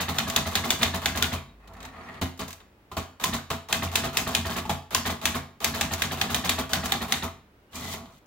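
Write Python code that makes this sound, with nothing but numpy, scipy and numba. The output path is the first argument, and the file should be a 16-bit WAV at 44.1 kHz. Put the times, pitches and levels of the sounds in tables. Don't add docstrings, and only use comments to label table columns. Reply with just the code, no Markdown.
import sys
import numpy as np
from scipy import signal
from scipy.fft import rfft, irfft
from scipy.io import wavfile
from scipy.ndimage import uniform_filter1d
from numba import njit

SR = 44100
rng = np.random.default_rng(int(sys.argv[2]) if len(sys.argv) > 2 else 0)


def log_audio(samples):
    frames = np.atleast_2d(samples).T
    limited = np.clip(frames, -1, 1)
    pcm = np.round(limited * 32767).astype(np.int16)
    wavfile.write(sys.argv[1], SR, pcm)


N = 364266
T = np.arange(N) / SR

# start in seconds, steel level in dB, body level in dB, treble level in dB,
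# slug ring in Hz, type basket ring in Hz, basket ring level in dB.
STRIKES = [(0.185, -11.5, -24.5, -22, 3560, 1355, -26.5), (0.3618, -10, -22, -17.5, 3440, 676, -29),
           (0.554, -9.5, -22.5, -19, 3920, 783, -23.5), (0.7045, -10.5, -25, -18, 3530, 724, -28.5),
           (0.8307, -8, -24, -18.5, 3580, 684, -27), (1.058, -11, -24, -20, 1640, 804, -25.5),
           (1.2244, -9.5, -23.5, -18.5, 3440, 1427, -21.5), (3.239, -12.5, -24.5, -17.5, 2580, 1030, -18.5),
           (3.7268, -10.5, -23.5, -18.5, 3190, 757, -28), (3.9558, -9, -24.5, -16, 2600, 1210, -31.5),
           (4.1707, -11, -24, -16, 2620, 734, -36), (4.3496, -9.5, -24.5, -18.5, 2480, 682, -29),
           (4.9473, -11.5, -25, -17.5, 2780, 1056, -18.5), (5.255, -9.5, -25.5, -16.5, 2630, 875, -31.5),
           (5.644, -10, -24.5, -17.5, 2610, 770, -32), (5.8106, -12, -24, -20, 2600, 820, -22),
           (6.02, -12, -25, -20.5, 1600, 668, -38), (6.2137, -13.5, -23.5, -22.5, 2530, 794, -24.5),
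           (6.3454, -12, -24.5, -19, 3640, 715, -32), (6.4934, -9, -25.5, -17.5, 3740, 1120, -26),
           (6.7333, -10.5, -22.5, -19.5, 1550, 770, -22), (6.9208, -11.5, -24, -21.5, 3680, 796, -21),
           (7.1225, -10.5, -27, -19, 3620, 780, -25.5)]
# start in seconds, steel level in dB, body level in dB, bar ring in Hz.
FALLS = [(0.0, -26.5, -29, 1730), (0.0812, -29.5, -28, 1750), (0.2704, -32.5, -30.5, 1650),
         (0.4584, -31, -31, 2010), (0.6374, -31, -29, 1650), (0.813, -27, -27, 1660),
         (0.9378, -30, -29.5, 1740), (1.151, -32, -29, 1650), (1.3213, -31, -29, 2030),
         (3.3291, -28.5, -30, 1840), (3.8225, -29.5, -28.5, 1840), (4.0362, -30, -27, 1830),
         (4.2672, -31.5, -29, 1830), (4.4509, -33, -30.5, 1840), (4.4933, -34, -31.5, 1570),
         (4.5196, -37, -40, 1690), (4.559, -31, -28.5, 1700), (5.053, -27, -28.5, 1840),
         (5.0956, -32, -30, 2010), (5.3447, -31, -28, 1730), (5.7398, -30.5, -31.5, 1700),
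         (5.9105, -32.5, -30, 1840), (6.1108, -30.5, -30, 1740), (6.2952, -32, -32, 1700),
         (6.4398, -28, -31, 1810), (6.5809, -28.5, -27.5, 1850), (6.8328, -32.5, -31.5, 1920),
         (7.011, -31.5, -29.5, 1850), (7.224, -31.5, -29.5, 1850)]
# start in seconds, steel level in dB, body level in dB,
# desk level in dB, clack in Hz, clack level in dB, clank in Hz.
THUDS = [(2.2142, -30, -30, -20.5, 245, -22.5, 3070), (2.392, -35.5, -39.5, -27.5, 1180, -39, 3730),
         (2.402, -37.5, -34, -34, 1120, -35, 4650), (2.915, -45.5, -40.5, -40, 1020, -32, 3030),
         (2.9672, -31.5, -30, -25.5, 671, -23.5, 4400), (3.5024, -29, -27, -25.5, 1080, -29, 2490),
         (4.6522, -44, -39.5, -29, 865, -28.5, 2570), (4.6939, -28.5, -27.5, -22, 839, -18, 3300),
         (4.7124, -49, -44.5, -37, 674, -24, 3600)]

KEY_LEAD_S = 0.041
BOUNCE_S, BOUNCE_DB = 0.006, -7
LANDING_DB = -32.5


def undb(db):
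    return 10 ** (np.asarray(db) / 20)


def unit(x):
    return x / np.sqrt(np.mean(x ** 2))


def typewriter():
    # centre in Hz, width in Hz, relative level in dB.
    steel_modes = [(1658, 330, 2), (2095, 190, 2), (2440, 300, 2), (3100, 330, 3), (3690, 350, 4.5),
                   (4370, 800, 0.5)]
    rail_modes = [(1221, 150, -12.5), (1840, 210, -3), (2480, 570, -6.5), (3360, 900, -11),
                  (4520, 400, -17)]
    roller_modes = [(2010, 240, -2.5), (2420, 220, -4), (3300, 800, 1), (4400, 600, -5.5)]
    desk_modes = [(58, 19, -6.5), (86.3, 6.9, 2), (141, 6.3, -2.5), (181, 15, -2), (232, 13, 0.5),
                  (261.3, 8.7, -3), (289, 68, -6)]
    frame_modes = [(361.2, 17, -10), (430.6, 64, -4.5), (527, 120, -6), (668, 27, -2), (750.6, 45, -2),
                   (880, 200, 0), (1024, 28, -4.5), (1103, 39, -3.5), (1241, 66, -3), (1379, 88, -6)]
    spring_modes = [(4780, 1370, -3), (6390, 1000, 0), (7696, 1800, -3)]
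    fizz_modes = [(10260, 2600, -7.5), (11340, 1900, 2), (15100, 1600, 0.5)]
    likeness = {"desk": 0.97, "frame": 0.75, "steel": 0.33, "springs": 0.09, "fizz": 0.35, "rail": 0.17}

    def part(name, modes, power, scatter_db, hits=0, size=16):
        drive = np.sqrt(power) * chatter(likeness[name], scatter_db, size)
        return resonate(drive + hits, modes)

    steel_power = shaking("steel", 0.011, -15.5, 0.11, -0.45, 0.15)
    steel = part("steel", steel_modes, steel_power, 3.3, blows("steel", 3, 6.7, 5.2))
    rail = part("rail", rail_modes, sliding("glide", "steel"), 3.1, size=200)
    rail += part("rail", roller_modes, sliding("wind", "steel"), 2.5, size=40)
    desk_power = shaking("desk", 0.017, -0.38, 0.56, 0.55)
    desk = part("desk", desk_modes, desk_power, 1.0, blows("desk", 22, 24, 21.4))
    frame_power = shaking("frame", 0.017, -6.0, 0.24, 3.0)
    frame = part("frame", frame_modes, frame_power, 2.5, blows("frame", 11, 17, 19))
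    spring_power = shaking("springs", 0.023, -16.5, 0.25, -6.0, 0.14)
    springs = part("springs", spring_modes, spring_power, 3.5, blows("springs", 11.0, 7, 8.5))
    fizz_power = shaking("fizz", 0.034, -14.0, 0.16, -7.0, 0.1)
    fizz = part("fizz", fizz_modes, fizz_power, 3.2, blows("fizz", 14, 8, 19.0))
    return steel + rail + desk + frame + springs + fizz + slugs() + pings(count=5) + squeaks()


def slugs():
    crack_hz, crack_db, crack_t60_s = 3514, -2, 0.0098
    slug_db, slug_t60_s = -8.5, 0.025
    clank_db = 1.5
    strike, fall, thud = (np.transpose(rows) for rows in (STRIKES, FALLS, THUDS))
    ring_db = strike[1] + slug_db
    crack = rings(strike[0], strike[1] + crack_db, np.full(len(STRIKES), crack_hz), crack_t60_s)
    blow = rings(strike[0], ring_db, strike[4], slug_t60_s)
    bounce = rings(strike[0] + BOUNCE_S, ring_db + BOUNCE_DB, strike[4], slug_t60_s)
    basket = rings(strike[0] + 0.003006, strike[6], strike[5], 0.065)
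    landing = rings(fall[0] - 0.003, np.full(len(FALLS), LANDING_DB), fall[3], 0.067)
    clack = rings(thud[0] + 0.0011, thud[5], thud[4], 0.066)
    clank = rings(thud[0] + 0.0014, thud[1] + clank_db, thud[6], 0.022)
    return crack + blow + bounce + basket + landing + clack + clank


def shaking(part, crack_t60_s, after_db, after_t60_s, travel_db, fall_t60_s=0.18):
    # start in seconds, steel level in dB, body level in dB, treble level in dB.
    ticks = [(0.2984, -26, -34, -28.5), (1.1735, -27, -31.5, -27), (1.6736, -47.5, -57, -54),
             (1.734, -51.5, -54, -55), (1.7665, -51, -50, -58), (1.803, -41, -58, -50),
             (1.8267, -41, -48, -46), (1.85, -39.5, -39, -44.5), (2.087, -56, -38, -60),
             (2.1402, -49, -40, -56), (2.3745, -51, -58, -51), (2.4796, -39, -35, -39.5),
             (2.5047, -37, -48, -39.5), (2.5277, -42, -45, -40), (2.602, -48, -45, -62),
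             (4.584, -28.5, -44, -34), (5.9343, -26, -33, -26), (6.8556, -28, -25.5, -27.5),
             (7.729, -41, -48, -58), (7.754, -42, -44, -37), (7.8197, -42, -46, -46),
             (7.8397, -35, -44, -41), (7.9356, -34.5, -31.5, -36), (8.0556, -49, -67, -60)]
    fall_click_db, key_click_db = 1, 2.5
    strike_s, thud_s, tick_s = (np.transpose(rows)[0] for rows in (STRIKES, THUDS, ticks))
    fall_s = falling(part)
    hit_db = reach("strike", STRIKES, part)
    fall_db = reach("fall", FALLS, part)
    key_s = strike_s - KEY_LEAD_S
    key_db = np.full(len(strike_s), -40 + travel_db)

    power = bursts(strike_s, hit_db, 0.00063, 0.00085, crack_t60_s)
    power += bursts(strike_s + BOUNCE_S, hit_db + BOUNCE_DB, 0.00024, 0.00033, crack_t60_s)
    power += bursts(strike_s, hit_db + after_db, 0.009, 0.018, after_t60_s)
    power += bursts(key_s, key_db, 0.0061, KEY_LEAD_S, 0.03)
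    power += bursts(fall_s, fall_db, 0.0072, 0.0099, fall_t60_s)
    if part != "desk":
        power += bursts(fall_s, fall_db + fall_click_db, 0.00058, 0.00082, 0.027)
        power += bursts(key_s, key_db + key_click_db, 0.00036, 0.0014, 0.02)
    power += bursts(thud_s, reach("thud", THUDS, part), 0.00065, 0.004, 0.19)
    power += bursts(tick_s, reach("tick", ticks, part), 0.000526, 0.00064, 0.075)
    if part != "steel":
        power += sliding("glide", part) + sliding("wind", part)
    return power


def blows(part, strike_db, fall_db, thud_db):
    out = np.zeros(N)
    for kind, rows, db in (("strike", STRIKES, strike_db), ("fall", FALLS, fall_db), ("thud", THUDS, thud_db)):
        times_s = falling(part) if kind == "fall" else np.transpose(rows)[0]
        at = np.maximum(times_s * SR, 0).astype(int)
        out[at] += undb(reach(kind, rows, part) + db)
    return out


def falling(part):
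    treble_lag_s = 0.0065
    return np.transpose(FALLS)[0] + treble_lag_s * (part in ("springs", "fizz"))


def reach(kind, rows, part):
    parts = ["steel", "desk", "frame", "springs", "fizz"]
    reach_db = {"strike": (-1, -8, -2, 0.5, -6), "fall": (-0.5, -0.1, 0, -5, -6),
                "thud": (-1, -2, 0, -5.5, -10), "tick": (-2, -11, -3, -1.5, -5),
                "glide": (-1, -1.7, -1.5, -20.5, -31), "wind": (1, 0.8, -2, -1.5, -5.5)}
    own = {"strike": ("springs", "fizz"), "tick": ("springs", "fizz"), "thud": ("desk",)}.get(kind, ())
    if part in own:
        column = 3
    elif part in ("desk", "frame"):
        column = 2
    else:
        column = 1
    return np.transpose(rows)[column] + reach_db[kind][parts.index(part)]


def sliding(kind, part):
    # time in seconds, steel level in dB, body level in dB.
    slides = [
        [(1.6, -61, -62), (1.7, -64, -50.5), (1.85, -45, -46), (1.92, -55, -51.5), (1.97, -48, -46),
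         (2.15, -46, -45.5), (2.2, -49, -48)],
        [(7.71, -72, -68), (7.73, -56, -47.5), (7.765, -42, -40.5), (7.81, -45.5, -44), (7.84, -45, -41.5),
         (7.935, -40, -41.5), (8.03, -69, -49.5), (8.14, -66, -59.5), (8.19, -65, -80)],
    ]
    slide = slides[kind == "wind"]
    level_db = np.interp(T, np.transpose(slide)[0], reach(kind, slide, part), -120, -120)
    return undb(2 * level_db)


def pings(count):
    ping_db, spread_db, within_s = -3.5, 4.5, 0.07
    low_hz, octaves, t60_s = 1102, 2.3, 0.022
    falls = [row[:2] for row in FALLS]
    bounces = [(row[0] + BOUNCE_S, LANDING_DB) for row in STRIKES]
    after = np.array(falls + bounces)
    late, pitch, size = rng.random((len(after), count, 3)).T
    times_s = after[:, 0] + within_s * late
    dbs = after[:, 1] + ping_db + spread_db * (size - late) * 2
    pitches_hz = low_hz * 2 ** (octaves * pitch)
    return rings(times_s.ravel(), dbs.ravel(), pitches_hz.ravel(), t60_s)


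def squeaks():
    # middle in seconds, half length in seconds, pitch in Hz, level in dB.
    squeak_rows = [(1.495, 0.015, 3800, -61), (1.64, .03, 2530, -67), (1.987, .02, 1237, -42),
                   (2.045, .015, 5760, -59), (2.097, 0.017, 1885, -42.5), (7.707, 0.02, 2900, -66),
                   (7.768, .015, 2390, -47), (7.867, 0.045, 2010, -43.5)]
    rough = 1 + 0.41 * unit(uniform_filter1d(rng.standard_normal(N), size=200))
    tones = np.zeros(N)
    for middle_s, half_s, hz, db in squeak_rows:
        swell = np.exp(-((T - middle_s) / half_s) ** 2)
        tones += undb(db) * swell * np.sin(2 * np.pi * hz * T)
    return rough * tones


def resonate(x, modes):
    f = np.arange(N // 2 + 1) * SR / N + 1e-3
    h = 0
    for k, (hz, width_hz, db) in enumerate(modes):
        bandpass = 1j * f * width_hz / (hz ** 2 - f ** 2 + 1j * f * width_hz)
        h = h + (-1) ** k * undb(db) * bandpass / np.sqrt(width_hz)
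    return irfft(rfft(x) * h / np.sqrt(np.mean(abs(h) ** 2)), N)


def chatter(alike, scatter_db, size):
    alike = np.clip(alike, 0, 1)
    jerks = np.minimum(rng.exponential(size=N // size + 1), 3.5)
    force = np.repeat(undb(scatter_db * jerks), size)[:N]
    mid, side = force * rng.standard_normal((2, N))
    return unit(np.sqrt(1 + alike) * mid + np.sqrt(1 - alike) * side * np.array([[1], [-1]]))


def bursts(times_s, dbs, rise_s, hold_s, t60_s):
    t = np.arange(int(0.4 * SR)) / SR
    shape = (1 - np.exp(-t / rise_s)) ** 2 * undb(-120 * np.maximum(t - hold_s, 0) / t60_s)
    power = np.zeros(N + len(t))
    for s, db in zip(times_s, dbs):
        i = max(int(s * SR), 0)
        power[i:i + len(t)] += undb(2 * db) * shape
    return power[:N]


def rings(times_s, dbs, pitches_hz, t60_s):
    t = np.arange(int(0.1 * SR)) / SR
    out = np.zeros(N)
    for s, db, hz in zip(times_s, dbs, pitches_hz):
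        i = max(int(s * SR), 0)
        out[i:i + len(t)] += undb(db - 60 * t / t60_s) * np.sin(2 * np.pi * hz * t)
    return out


@njit
def walls(x, lags, gain, damp):
    line, soft, out = np.zeros((8, 4096)), np.zeros(8), np.zeros((2, len(x)))
    for i in range(len(x)):
        total = 0.
        for k in range(8):
            soft[k] += (1 - damp) * (gain[k] * line[k, (i - lags[k]) & 4095] - soft[k])
            total += soft[k]
            out[k % 2, i] += soft[k]
        for k in range(8):
            line[k, i & 4095] = x[i] + soft[k] - total / 4
    return out


def echo(machine):
    paths = np.array([557, 743, 941, 1151, 1373, 1607, 1879, 2153])
    t60_s, damp, level_db, low_hz = 0.37, 0.16, -10, 398
    sent = signal.sosfilt(signal.butter(1, low_hz, "high", fs=SR, output="sos"), machine.mean(axis=0))
    back = walls(sent, paths, undb(-60 * paths / SR / t60_s), damp)
    unlike = signal.sosfilt(signal.butter(1, 600, fs=SR, output="sos"), back[0] - back[1]) / 2
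    return undb(level_db) * (back - unlike * np.array([[1], [-1]]))


def hum():
    hum_hz, from_s, peak_s, peak_db = 52, 1.42, 1.84, -50
    swell_db_per_s, fade_db_per_s = 14, 80
    late_s = T - peak_s
    level_db = peak_db + np.minimum(swell_db_per_s * late_s, -fade_db_per_s * late_s)
    return undb(level_db) * (T > from_s) * np.sqrt(2) * np.sin(2 * np.pi * hum_hz * T)


def air():
    # frequency in Hz, relative density in dB per Hz.
    spectrum = np.array([(15, -54), (25, -18), (60, -1), (121, -10.5), (273, -10.5), (524, -15.5),
                         (766, -18.5), (2670, -29.5), (8830, -47), (15200, -42), (16500, -25.5)])
    level_db = -56
    f = np.arange(N // 2 + 1) * SR / N + 1
    colour = undb(np.interp(np.log(f), np.log(spectrum[:, 0]), spectrum[:, 1]))
    mid, side = rfft(rng.standard_normal((2, N))) * colour
    width = np.clip(f / 1500, 0.12, 1)
    tone = irfft(mid + width * side * np.array([[1], [-1]]), N)
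    return undb(level_db) * unit(tone)


def scene():
    machine = typewriter()
    return machine + echo(machine) + hum() + air()


def record(dry):
    # centre in Hz, width in Hz, lift in dB.
    left_treble = (9300, 2500, 3.1)
    # frequency in Hz, lead in radians.
    left_lead = [(0, 0), (520, -0.1), (1640, 0.6), (2580, 0.1), (3620, 1.3), (4820, 0.6), (6370, 3.0),
                 (7240, 0.3), (8180, 3.6), (9730, -0.6), (11200, 2.9), (13900, -0.9), (15000, -5.7),
                 (16500, -3.6)]
    left_db, edge_hz, top_hz = -0.3, 15800, 16950
    f = np.arange(N // 2 + 1) * SR / N
    hz, width_hz, lift_db = left_treble
    gain = undb(left_db + lift_db * np.exp(-((f - hz) / width_hz) ** 2))
    port = gain * np.exp(1j * np.interp(f, *np.transpose(left_lead)))
    both = np.array([irfft(rfft(dry[0]) * port, N), dry[1]])
    both = signal.sosfilt(signal.ellip(6, 0.2, 25, edge_hz, fs=SR, output="sos"), both)
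    return signal.sosfilt(signal.ellip(10, 0.2, 50, top_hz, fs=SR, output="sos"), both)


dry = scene()
out = record(dry)
log_audio(out)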